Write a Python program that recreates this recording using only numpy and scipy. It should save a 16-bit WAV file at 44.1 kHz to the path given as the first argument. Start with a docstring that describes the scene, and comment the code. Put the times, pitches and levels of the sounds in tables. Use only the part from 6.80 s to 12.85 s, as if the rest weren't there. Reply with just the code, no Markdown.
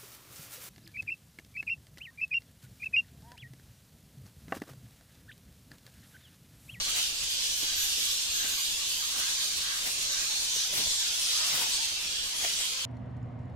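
"""A colony of fruit bats screeches high in tall trees; hundreds of rough calls and their echoes blend into a hiss.
Nearer screeches, shrill squeals and low squawks stand out: jittery tones and overtones from strained throats.
Below, someone walks slowly over soft leaf litter: shaped noise rustles, crackles, thuds and snaps twigs.
Faint chatter comes from farther trees, over forest rumble and a light breeze on the phone's two ports."""
import sys
import numpy as np
from scipy import signal
from scipy.fft import rfft, irfft, next_fast_len
from scipy.io import wavfile
from scipy.ndimage import uniform_filter1d

SR = 44100
rng = np.random.default_rng(int(sys.argv[2]) if len(sys.argv) > 2 else 0)


def write(x):
    x = np.atleast_2d(x).T
    wavfile.write(sys.argv[1], SR, np.round(np.clip(x, -1, 1) * 32767).astype(np.int16))


N = 266892
TOP_HZ = 15750  # the phone's upper limit

# spectrum of feet on damp leaves and of twigs: f/Hz, level/dB [dB per Hz]
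RUSTLE_COLOUR = [(150, -32), (400, -1), (700, 1.5), (1100, -1.5), (2100, 8.5), (3500, 4), (6000, -5),
                 (12000, -30)]


def undb(db):
    """Decibels to gain."""
    return 10 ** (np.asarray(db) / 20)


def unit(x):
    """Scale to rms 1."""
    return x / np.sqrt(np.mean(x ** 2) + 1e-18)


def pan(db):
    """Left and right gains for a left-minus-right level difference."""
    return undb(np.array([[.5], [-.5]]) * db)


def colour(x, points):
    """Filter by (Hz, dB) points joined on a log-frequency axis."""
    hz, db = np.transpose(points)
    size = next_fast_len(N)
    bins = np.maximum(np.arange(size // 2 + 1) * SR / size, 1)
    gains = undb(np.interp(np.log(bins), np.log(hz), db))
    return irfft(rfft(x, size) * gains, size)[..., :N]


def wander(n, rate, size=4800):
    """A random line with about rate turns a second and spread 1."""
    return unit(np.interp(np.arange(n) * rate / SR, np.arange(size), rng.standard_normal(size)))


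def arch(n):
    """A swell that opens and closes."""
    return np.sin(np.pi * (np.arange(n) + .5) / n)


def add(out, s, x):
    """Mix a sound in from time s."""
    start = int(s * SR)
    lo, hi = max(start, 0), min(start + x.shape[-1], N)
    if hi > lo:
        out[..., lo:hi] += x[..., lo - start:hi - start]


def port_pair(x, lag, pan_db):
    """A sound from one direction reaches the right port lag samples before the left."""
    shifted = np.interp(np.arange(len(x)) + lag, np.arange(len(x)), x, 0, 0)
    return np.array([x, unit(shifted) * np.std(x)]) * pan(pan_db)


def canopy(x, t60, wet_db):
    """Trunks and leaves scatter a sound into a tail that differs at each port."""
    t = np.arange(SR) / SR
    build_up = 1 - np.exp(-t / 0.034)
    tail = rng.standard_normal((2, SR)) * np.exp(-np.log(1000) * t / t60) * build_up
    tail /= np.sqrt(np.sum(tail ** 2, axis=1, keepdims=True))
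    wet = signal.fftconvolve(x, tail, axes=1)[:, :N]
    return (x + undb(wet_db) * wet) / np.hypot(1, undb(wet_db))


def voice(pitch, rasp, throb_hz, jitter_hz=1500, throb=0.088):
    """Phase and loudness of a strained larynx: the pitch jitters and the call throbs."""
    n = len(pitch)
    phase = 2 * np.pi * np.cumsum(pitch * (1 + rasp * wander(n, jitter_hz, size=1400))) / SR
    throb_rate = throb_hz * (1 + 0.362 * wander(n, 41.26, size=64))
    beat = np.sin(2 * np.pi * np.cumsum(throb_rate) / SR)
    return phase, 1 + throb * beat


def chorus(lowest_hz, rasp, spread_db, glide, wet_db, count, order, lag_spread_s, syllable_s,
           creak=0.54, size=4):
    """Many bats at many distances in several trees, each syllable a creaking, arching stack of overtones."""
    golden = (np.sqrt(5) - 1) / 2
    roost_lag_s = 0.0002566  # the roost's sound reaches the left port this much earlier on average
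    trees = np.zeros((size, 2, N))
    for turn, (when, length, height, throb, side, bend, near) in enumerate(rng.random((count, 7))):
        n = int(SR * syllable_s * (.5 + length))
        # high and low voices take turns, so that no register stays empty for long
        register = (turn * golden + .2 * height) % 1
        base_hz = lowest_hz * 3.5 ** register
        slide = (2 * bend - 1) * np.linspace(-1, 1, n)
        pitch = base_hz * (1 + glide * (arch(n) - .5 + slide))
        phase, pulsing = voice(pitch, rasp, 60 + 240 * throb, jitter_hz=1204.0, throb=creak)
        highest = min(order, int(TOP_HZ / base_hz))
        overtones = np.arange(1, highest + 1, dtype=np.float32)[:, None]
        # each throat favours other overtones
        throat = undb(1.9 * rng.standard_normal(order))[:highest].astype(np.float32)
        # the squared term staggers the overtones' phases
        partials = np.sin(overtones * phase.astype(np.float32) + overtones ** 2)
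        call = unit(throat @ partials) * pulsing * np.sqrt(arch(n))
        call *= undb(spread_db * (2 * near - 1))
        lag = SR * (lag_spread_s * (1 - 2 * side) - roost_lag_s)
        start = (turn + when) / count * (N / SR + .15) - .15
        add(trees[turn % size], start, port_pair(call, lag, 8 * (side - .5)))
    out = sum(canopy(tree, t60=.4, wet_db=wet_db) for tree in trees)
    # as one bat stops another starts, so the crowd holds its level
    return out / np.sqrt(uniform_filter1d(np.mean(out ** 2, axis=0), SR // 16) + 1e-9)


def colony(far_db=-2.0, trim_db=3.0, hiss_db=-1.86, shrill_hz=8200, flurry_db=0.44, shrill_flurry_db=1.5):
    """Distinct calls over the noise wash of the far roost; the din grows louder and shriller in waves."""
    # waves of excitement: t/s, level/dB before trim_db, treble against it/dB before hiss_db
    waves = [(0.0, -33, -11.5), (0.22, -33, -7), (0.33, -36, -9), (0.441, -34, -9.5), (0.72, -33.5, -7.5),
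             (0.88, -33.5, -7.5), (0.99, -32.5, -8.5), (1.3, -32.5, -7.5), (1.44, -33.5, -10),
             (1.84, -33, -8.5), (2.31, -35, -7.5), (2.44, -32.5, -7.5), (2.95, -35, -8), (3.08, -35, -3),
             (3.24, -33, -9.5), (3.83, -32.5, -8.5), (3.89, -35, -7.5), (3.96, -34, -2), (4.11, -31, -11.5),
             (4.36, -33.5, -7.5), (4.45, -31.5, -8.5), (5.02, -32.5, -11.5), (5.19, -35.5, -9),
             (5.36, -34.5, -13), (5.56, -35.5, -8), (5.64, -32.5, -7), (6.05, -36, -9.5)]
    # spectrum of the roost: f/Hz, level/dB [dB per Hz]
    din_colour = [(450, -49), (900, -17.5), (1250, -24), (1600, -14), (2050, -16), (2400, -7.5),
                  (2850, -2.5), (3350, -1), (4000, -1.66), (4600, -3), (5600, -1), (6600, -2.1), (8300, -8),
                  (10800, -13.5), (13000, -16), (15500, -23.5)]
    # the two ports face different ways: f/Hz, left minus right/dB
    port_tilt = [(900, -5.5), (1700, 3), (2800, 1.6), (4300, -1.5), (6300, -1.5), (7600, -1.5), (9000, 0.5),
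                 (12000, -1.5), (15000, -1)]
    s, *columns = np.transpose(waves)
    loud_db, shrill_db = (np.interp(np.arange(N) / SR, s, column) for column in columns)
    calls = chorus(lowest_hz=1400.5, rasp=.014, spread_db=1.0, glide=.03, wet_db=2.5,
                   syllable_s=.024, count=1600, order=11, lag_spread_s=0.000301)
    far_roost = undb(far_db) * rng.standard_normal((2, N))
    din = colour(calls + far_roost, din_colour)
    ears = [colour(ear, [(hz, side * db / 2) for hz, db in port_tilt]) for ear, side in zip(din, (1, -1))]
    din = unit(np.array(ears))
    body = signal.sosfiltfilt(signal.butter(4, shrill_hz, fs=SR, output="sos"), din)
    # neighbours set each other off in brief flurries, the shrillest voices most of all
    flurries = undb(flurry_db * wander(N, 25))
    shrill = unit(din - body) * undb(shrill_db + hiss_db + shrill_flurry_db * wander(N, 40))
    return (body + shrill) * flurries * undb(loud_db + trim_db)


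def lulls(din):
    """The din thins for a moment around one pitch: a swelling share of that band is taken away."""
    # hollows: t/s, length/s, centre f/Hz, width/Hz, depth [0-1]
    hollows = [(1.36, .8, 5650, 800, .45), (2.496, 0.32, 2800, 700, 0.5), (3.0, 0.92, 3060, 900, 0.43),
               (4.016, 0.26, 2750, 700, 0.67), (5.0, .65, 6400, 1000, .3)]
    out = din.copy()
    for s, length, hz, width_hz, share in hollows:
        dip = np.zeros(N)
        add(dip, s, share * arch(int(length * SR)))
        half = width_hz / 2
        band = [(hz - width_hz, -30), (hz - half, -3), (hz, 0), (hz + half, -3), (hz + width_hz, -30)]
        out -= dip * colour(din, band)
    return out


def screeches(gain_db=0.5, lag_s=0.000222, quaver=0.299, hoarse_db=-4.0, hoarse_spread=.13):
    """Nearer bats: a rasping partial in a wide hoarse skirt; it swells, holds, slides, quavers and chirrs."""
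    # calls: t/s, length/s, pitch f/Hz, rasp and fall [shares of the pitch], level/dB before gain_db
    near_calls = [ (.0, 0.053, 3370, 0.05, .02, -41), (.04, 0.3, 2860, 0.062, 0.039, -40),
                  (.08, .07, 8500, .03, .02, -44), (.16, .1, 3600, .06, .03, -35),
                  (.38, 0.075, 7660, .04, .02, -40), (0.48, 0.21, 3530, .07, 0.028, -37),
                  (0.691, .08, 5940, 0.043, .02, -35), (.75, 0.078, 13000, .028, .03, -42),
                  (.76, .19, 5370, .07, -.03, -41), (.8, 0.053, 2920, 0.07, .03, -46),
                  (.95, 0.13, 12550, 0.04, .08, -36.5), (.97, 0.099, 10600, .046, 0.031, -38),
                  (.976, 0.096, 6600, 0.059, .02, -33), (1.08, 0.27, 3620, 0.082, -0.076, -39),
                  (1.17, .16, 12700, .035, -.03, -43), (1.22, .07, 6200, 0.035, .02, -39),
                  (1.269, 0.073, 5340, 0.05, .02, -35), (1.32, .1, 7060, .025, .02, -39.5),
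                  (1.49, 0.2, 6320, 0.013, .02, -36), (1.49, 0.17, 12800, .035, 0.027, -40.5),
                  (1.67, .17, 13050, 0.02, -.02, -41), (1.7, 0.095, 6630, .025, .02, -38),
                  (1.82, 0.11, 6980, .04, .02, -41), (1.83, .11, 13700, .02, .01, -48),
                  (1.87, 0.067, 2600, .05, .03, -43), (1.95, 0.34, 6670, 0.029, 0.021, -42),
                  (2.01, 0.2, 3000, .06, -.08, -40), (2.05, .23, 12500, .03, -.02, -46),
                  (2.09, 0.1, 4530, 0.038, .02, -40), (2.42, 0.21, 6850, .05, .02, -39),
                  (2.59, 0.085, 3730, 0.1, 0.023, -32.5), (2.7, 0.21, 3980, .05, .04, -39.5),
                  (3.14, 0.3, 6990, .018, 0.02, -43), (3.281, .15, 5900, 0.077, 0.027, -37),
                  (3.47, 0.27, 4140, 0.052, -0.013, -40), (3.469, 0.34, 7900, 0.034, -.05, -45),
                  (3.68, 0.19, 5950, 0.065, 0.011, -34), (3.78, 0.076, 3860, .07, .03, -33),
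                  (3.939, .13, 5800, 0.041, -.07, -37.5), (3.966, 0.062, 3950, 0.1, 0.059, -29),
                  (4.06, 0.167, 7560, 0.036, 0.02, -36.5), (4.1, .08, 8900, .03, .02, -40),
                  (4.16, .08, 3720, .07, .03, -34), (4.38, 0.13, 9060, 0.046, .02, -37),
                  (4.409, 0.071, 5400, 0.084, .02, -31), (4.48, 0.073, 3730, 0.087, 0.019, -33),
                  (4.52, 0.25, 5310, 0.077, -.08, -34.5), (4.63, .08, 8780, .035, .02, -41),
                  (4.91, 0.083, 8400, .06, .02, -34), (4.909, .07, 4770, 0.14, .03, -30),
                  (5.01, 0.067, 3600, 0.04, .03, -38), (5.18, 0.13, 2534, 0.053, .06, -42),
                  (5.22, 0.076, 5430, .04, .02, -37.5), (5.23, .2, 8150, .04, -.02, -43),
                  (5.339, 0.092, 3140, 0.077, .03, -35.5), (5.482, 0.138, 10270, 0.05, .02, -39),
                  (5.66, 0.17, 9750, 0.06, .02, -42), (5.75, 0.11, 8100, 0.063, -.04, -37),
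                  (5.8, 0.093, 3100, 0.083, .03, -34), (5.98, .08, 3150, .06, .02, -35.5), ]
    attack_s, release_s = 0.018, 0.03
    out = np.zeros((2, N))
    for s, length, hz, rasp, fall, db in near_calls:
        n = int(length * SR)
        t = np.arange(n) / SR
        slide = 1 + fall * np.linspace(.5, -.5, n)
        pitch = hz * slide * (1 + quaver * rasp * wander(n, 45.16))
        phase, chirr = voice(pitch, rasp, throb_hz=111.0, jitter_hz=2139, throb=0.19)
        skirt = undb(hoarse_db) * wander(n, 2 * hoarse_spread * hz) * np.cos(phase)
        held = np.minimum(1, np.minimum(t / attack_s, (length - t) / release_s))
        syllables = unit(undb(1.2 * wander(n, 37.0)))
        call = (np.sin(phase) + skirt) * held * chirr * syllables * undb(db + gain_db)
        # every call reaches the left port first, by a varying lead
        add(out, s, port_pair(call, -lag_s * SR * rng.uniform(0, 1.354), -0.85))
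    return canopy(out, t60=0.33, wet_db=-2.0)


def squawks(pitch_hz=210, width_hz=170, lag_s=0.00039):
    """Low quarrelling squawks: hoarse calls whose overtones ring one throat resonance."""
    # calls: t/s, length/s, throat resonance f/Hz, level/dB
    low_calls = [(.04, 0.13, 1560, -52), (0.82, 0.31, 1660, -48.5), (1.512, 0.26, 1560, -47),
                 (2.185, 0.071, 1320, -47.5), (2.294, 0.14, 1320, -44.5), (2.369, 0.16, 1510, -45.5),
                 (2.543, 0.11, 1850, -50), (2.749, 0.27, 1300, -47.5), (2.804, 0.19, 1740, -45),
                 (3.278, .17, 1580, -46.5), (3.748, 0.095, 1750, -50), (4.149, 0.15, 1470, -52),
                 (4.507, 0.17, 1360, -49)]
    out = np.zeros((2, N))
    for s, length, throat_hz, db in low_calls:
        n = int(length * SR)
        pitch = pitch_hz * rng.uniform(.9, 1.1) * (.9 + .15 * arch(n))
        phase, pulsing = voice(pitch, rasp=0.1216, throb_hz=45.5)
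        call = 0
        for k in range(1, 14):
            resonance = 1 / (1 + ((k * pitch - throat_hz) / width_hz) ** 2)
            call = call + np.sin(k * phase) * resonance
        call = unit(call) * pulsing * np.sqrt(arch(n)) * undb(db)
        add(out, s, port_pair(call, -lag_s * SR, 1.9))
    return canopy(out, t60=0.086, wet_db=7.5)


def patchy(x, depth_db, rate, count=10):
    """Each half octave flickers on its own, as leaves of different sizes give way."""
    out = 0
    root2 = np.sqrt(2)
    for hz in 250 * root2 ** np.arange(count):
        half_octave = [(hz / 2, -50), (hz / root2, -12), (hz, 0), (hz * root2, -12), (hz * 2, -50)]
        out = out + colour(x, half_octave) * undb(depth_db * wander(N, rate))
    return out


def footsteps(rustle_gain_db=0.4, crackle_gain_db=6.0, thud_gain_db=-2.0, scuff_gain_db=-5.0,
              scuff_width_hz=210):
    """Each foot thuds on soft ground, rustles damp leaves, crackles dry ones and scuffs with a falling note."""
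    # feet: t/s at the peak, swell time/s, rustle/dB, crackle/dB, thud/dB, scuff f/Hz at the peak, scuff/dB
    # (levels before the gains above)
    steps = [ (.085, 0.011, -41, -50, -56, 900, -60), (.165, 0.0099, -41, -45, -57, 800, -58),
             (.192, 0.022, -37.5, -42, -55, 850, -54), (.437, 0.0077, -42, -43, -57, 1500, -52),
             (0.833, .011, -41.5, -43, -48, 330, -47), (1.19, .015, -57, -58, -50, 397, -51),
             (1.65, 0.023, -42, -50, -49.5, 248, -51), (2.385, 0.023, -42, -47, -48.5, 350, -50),
             (3.07, 0.032, -38.5, -44, -49.5, 600, -51), (3.18, 0.011, -52, -56, -53, 500, -63),
             (3.765, 0.0088, -48, -48, -46.5, 800, -60), (3.937, .012, -43, -48, -63, 580, -41.5),
             (3.975, 0.017, -39.5, -43, -56, 2000, -47), (3.99, 0.033, -52, -47, -42.5, 280, -45),
             (4.075, 0.015, -58, -60, -56, 600, -42.5), (4.755, 0.045, -37, -39, -44.5, 686, -49),
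             (4.818, 0.014, -37, -41, -69, 900, -37.5), (4.832, 0.014, -55, -54, -60, 928, -40),
             (4.866, 0.02, -55, -56, -63, 880, -43), (4.888, 0.0084, -55, -56, -50, 700, -58),
             (5.25, 0.0096, -53, -49, -48.5, 700, -56), (5.615, 0.0068, -44, -52, -57, 800, -53),
             (5.648, 0.015, -35, -46, -48, 700, -38), (5.68, 0.013, -46, -52, -58, 600, -49),
             (5.81, 0.013, -37, -50, -59, 750, -59), ]
    # spectra of dry leaves and of soft ground: f/Hz, level/dB [dB per Hz]
    crackle_colour = [(2000, -25), (5000, -8), (8500, 8), (11000, 4), (15000, 2)]
    thud_colour = [(40, -40), (100, 4), (170, 1.5), (350, 0), (700, -2.5), (1200, -9.5), (3000, -47)]
    fall_oct_per_s = 9.0  # a scuff's note drops as the foot sinks in
    t = np.arange(N) / SR
    damp, dry_leaf, weight, scuffs = np.zeros((4, N))
    grains = rng.standard_normal((2, N))
    friction = wander(N, scuff_width_hz) + 1j * wander(N, scuff_width_hz)
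    for s, swell_s, rustle_db, crackle_db, thud_db, scuff_hz, scuff_db in steps:
        near = np.abs(t - s) < 6 * swell_s
        age = t[near] - s
        # the fade is slightly slower than the rise
        press = np.exp(-np.abs(age) / (swell_s * np.where(age < 0, 1, 1.14)))
        damp[near] += press * undb(rustle_db + rustle_gain_db)
        dry_leaf[near] += press * undb(crackle_db + crackle_gain_db)
        weight[near] += press * undb(thud_db + thud_gain_db)
        phase = 2 * np.pi * np.cumsum(scuff_hz * 2 ** (-fall_oct_per_s * age)) / SR
        scuff = np.real(friction[near] * np.exp(1j * phase))
        scuffs[near] += scuff * press * undb(scuff_db + scuff_gain_db)
    rustle = unit(patchy(colour(grains, RUSTLE_COLOUR), depth_db=2.5, rate=77)) * damp
    crackle = unit(colour(grains, crackle_colour)) * dry_leaf
    # a part shared by both ports and a weaker one of each port's own
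    ground = rng.standard_normal(N) + 0.23 * rng.standard_normal((2, N))
    thud = unit(colour(ground, thud_colour)) * weight
    return (rustle + crackle) * pan(3.2) + thud + scuffs * pan(1)


def twigs(decay_s=0.00058):
    """A twig gives way underfoot with a short dull crack: noise that dies away at once."""
    # snaps: t/s, level at the onset/dB
    cracks = [(0.081, -37), (.435, -31), (3.087, -31), (4.008, -31), (4.816, -28)]
    t = np.arange(SR // 100) / SR
    snaps = np.zeros(N)
    for s, db in cracks:
        add(snaps, s, np.exp(-t / decay_s) * undb(db))
    return unit(colour(rng.standard_normal((2, N)), RUSTLE_COLOUR)) * snaps * pan(4.6)


def chatter(gain_db=4):
    """Faint hoarse bickering from farther trees: a lower, sparser chorus with fewer overtones."""
    # how hard the far bats bicker: t/s, level/dB before gain_db
    bickering = [(0.0, -50.5), (0.55, -59), (1.0, -55.5), (1.4, -56.5), (1.7, -52.5), (2.1, -55.5),
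                 (2.4, -52), (2.8, -52.5), (3.1, -52), (3.5, -51), (3.75, -55), (4.05, -49.5),
                 (4.45, -50.5), (4.72, -44), (5.1, -51.5), (6.05, -51)]
    # spectrum of the far trees: f/Hz, level/dB [dB per Hz]
    chatter_colour = [(250, -13), (550, -11), (800, -10), (1200, -5), (1600, -6), (2300, -2.5), (3200, -11),
                      (5000, -22)]
    calls = chorus(lowest_hz=479.6, rasp=0.0646, spread_db=8.0, glide=0.1454, wet_db=-5.0,
                   syllable_s=.06, count=260, order=5, lag_spread_s=0.00021)
    level_db = gain_db + np.interp(np.arange(N) / SR, *np.transpose(bickering))
    return unit(colour(calls, chatter_colour)) * undb(level_db) * pan(1.5)


def air(apart=0.41, rumble_db=-55, restless_db=1.6):
    """Low rumble of distant forest air, much alike at both ports, and small puffs of breeze."""
    # spectra of the forest air and of the breeze on the ports: f/Hz, level/dB [dB per Hz]
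    air_colour = [(18, 4), (32, 2.5), (48, -0.5), (65, 3), (90, -3), (125, -6.5), (160, -5.5), (220, -8.5),
                  (320, -7), (520, -8), (900, -15), (1500, -16), (3000, -41)]
    puff_colour = [(20, 4), (45, 8), (85, -2.5), (150, -12), (400, -49)]
    # breeze on the ports: t/s at the middle, length/s, level/dB, left minus right/dB
    puffs = [(0.008, 0.09, -54.5, 19), (0.248, 0.066, -56, 7), (0.434, 0.19, -55.5, 13), (.71, .1, -56, 15),
             (1.01, 0.28, -57.5, 22), (1.267, 0.13, -57, 11), (1.503, 0.04, -48, -5), (1.623, .09, -58, 8),
             (1.948, 0.13, -55, 5), (4.075, 0.031, -47, 18), (5.43, .14, -53, 6)]
    rumble = unit(colour(rng.standard_normal(N) + apart * rng.standard_normal((2, N)), air_colour))
    gusts = np.zeros((2, N))
    for s, length, db, pan_db in puffs:
        add(gusts, s - length / 2, arch(int(length * SR)) * undb(db) * pan(pan_db))
    # each port is buffeted on its own
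    buffet = unit(colour(rng.standard_normal((2, N)), puff_colour))
    return rumble * undb(rumble_db + restless_db * wander(N, 26)) + gusts * buffet


def scene():
    """Bats above, feet and breeze below."""
    bats = lulls(colony()) + screeches() + squawks() + chatter()
    return bats + footsteps() + twigs() + air()


def record(dry):
    """The phone cuts the top with a steep low-pass."""
    return signal.sosfilt(signal.ellip(12, .2, 85, TOP_HZ, fs=SR, output="sos"), dry)


dry = scene()
out = record(dry)
write(out)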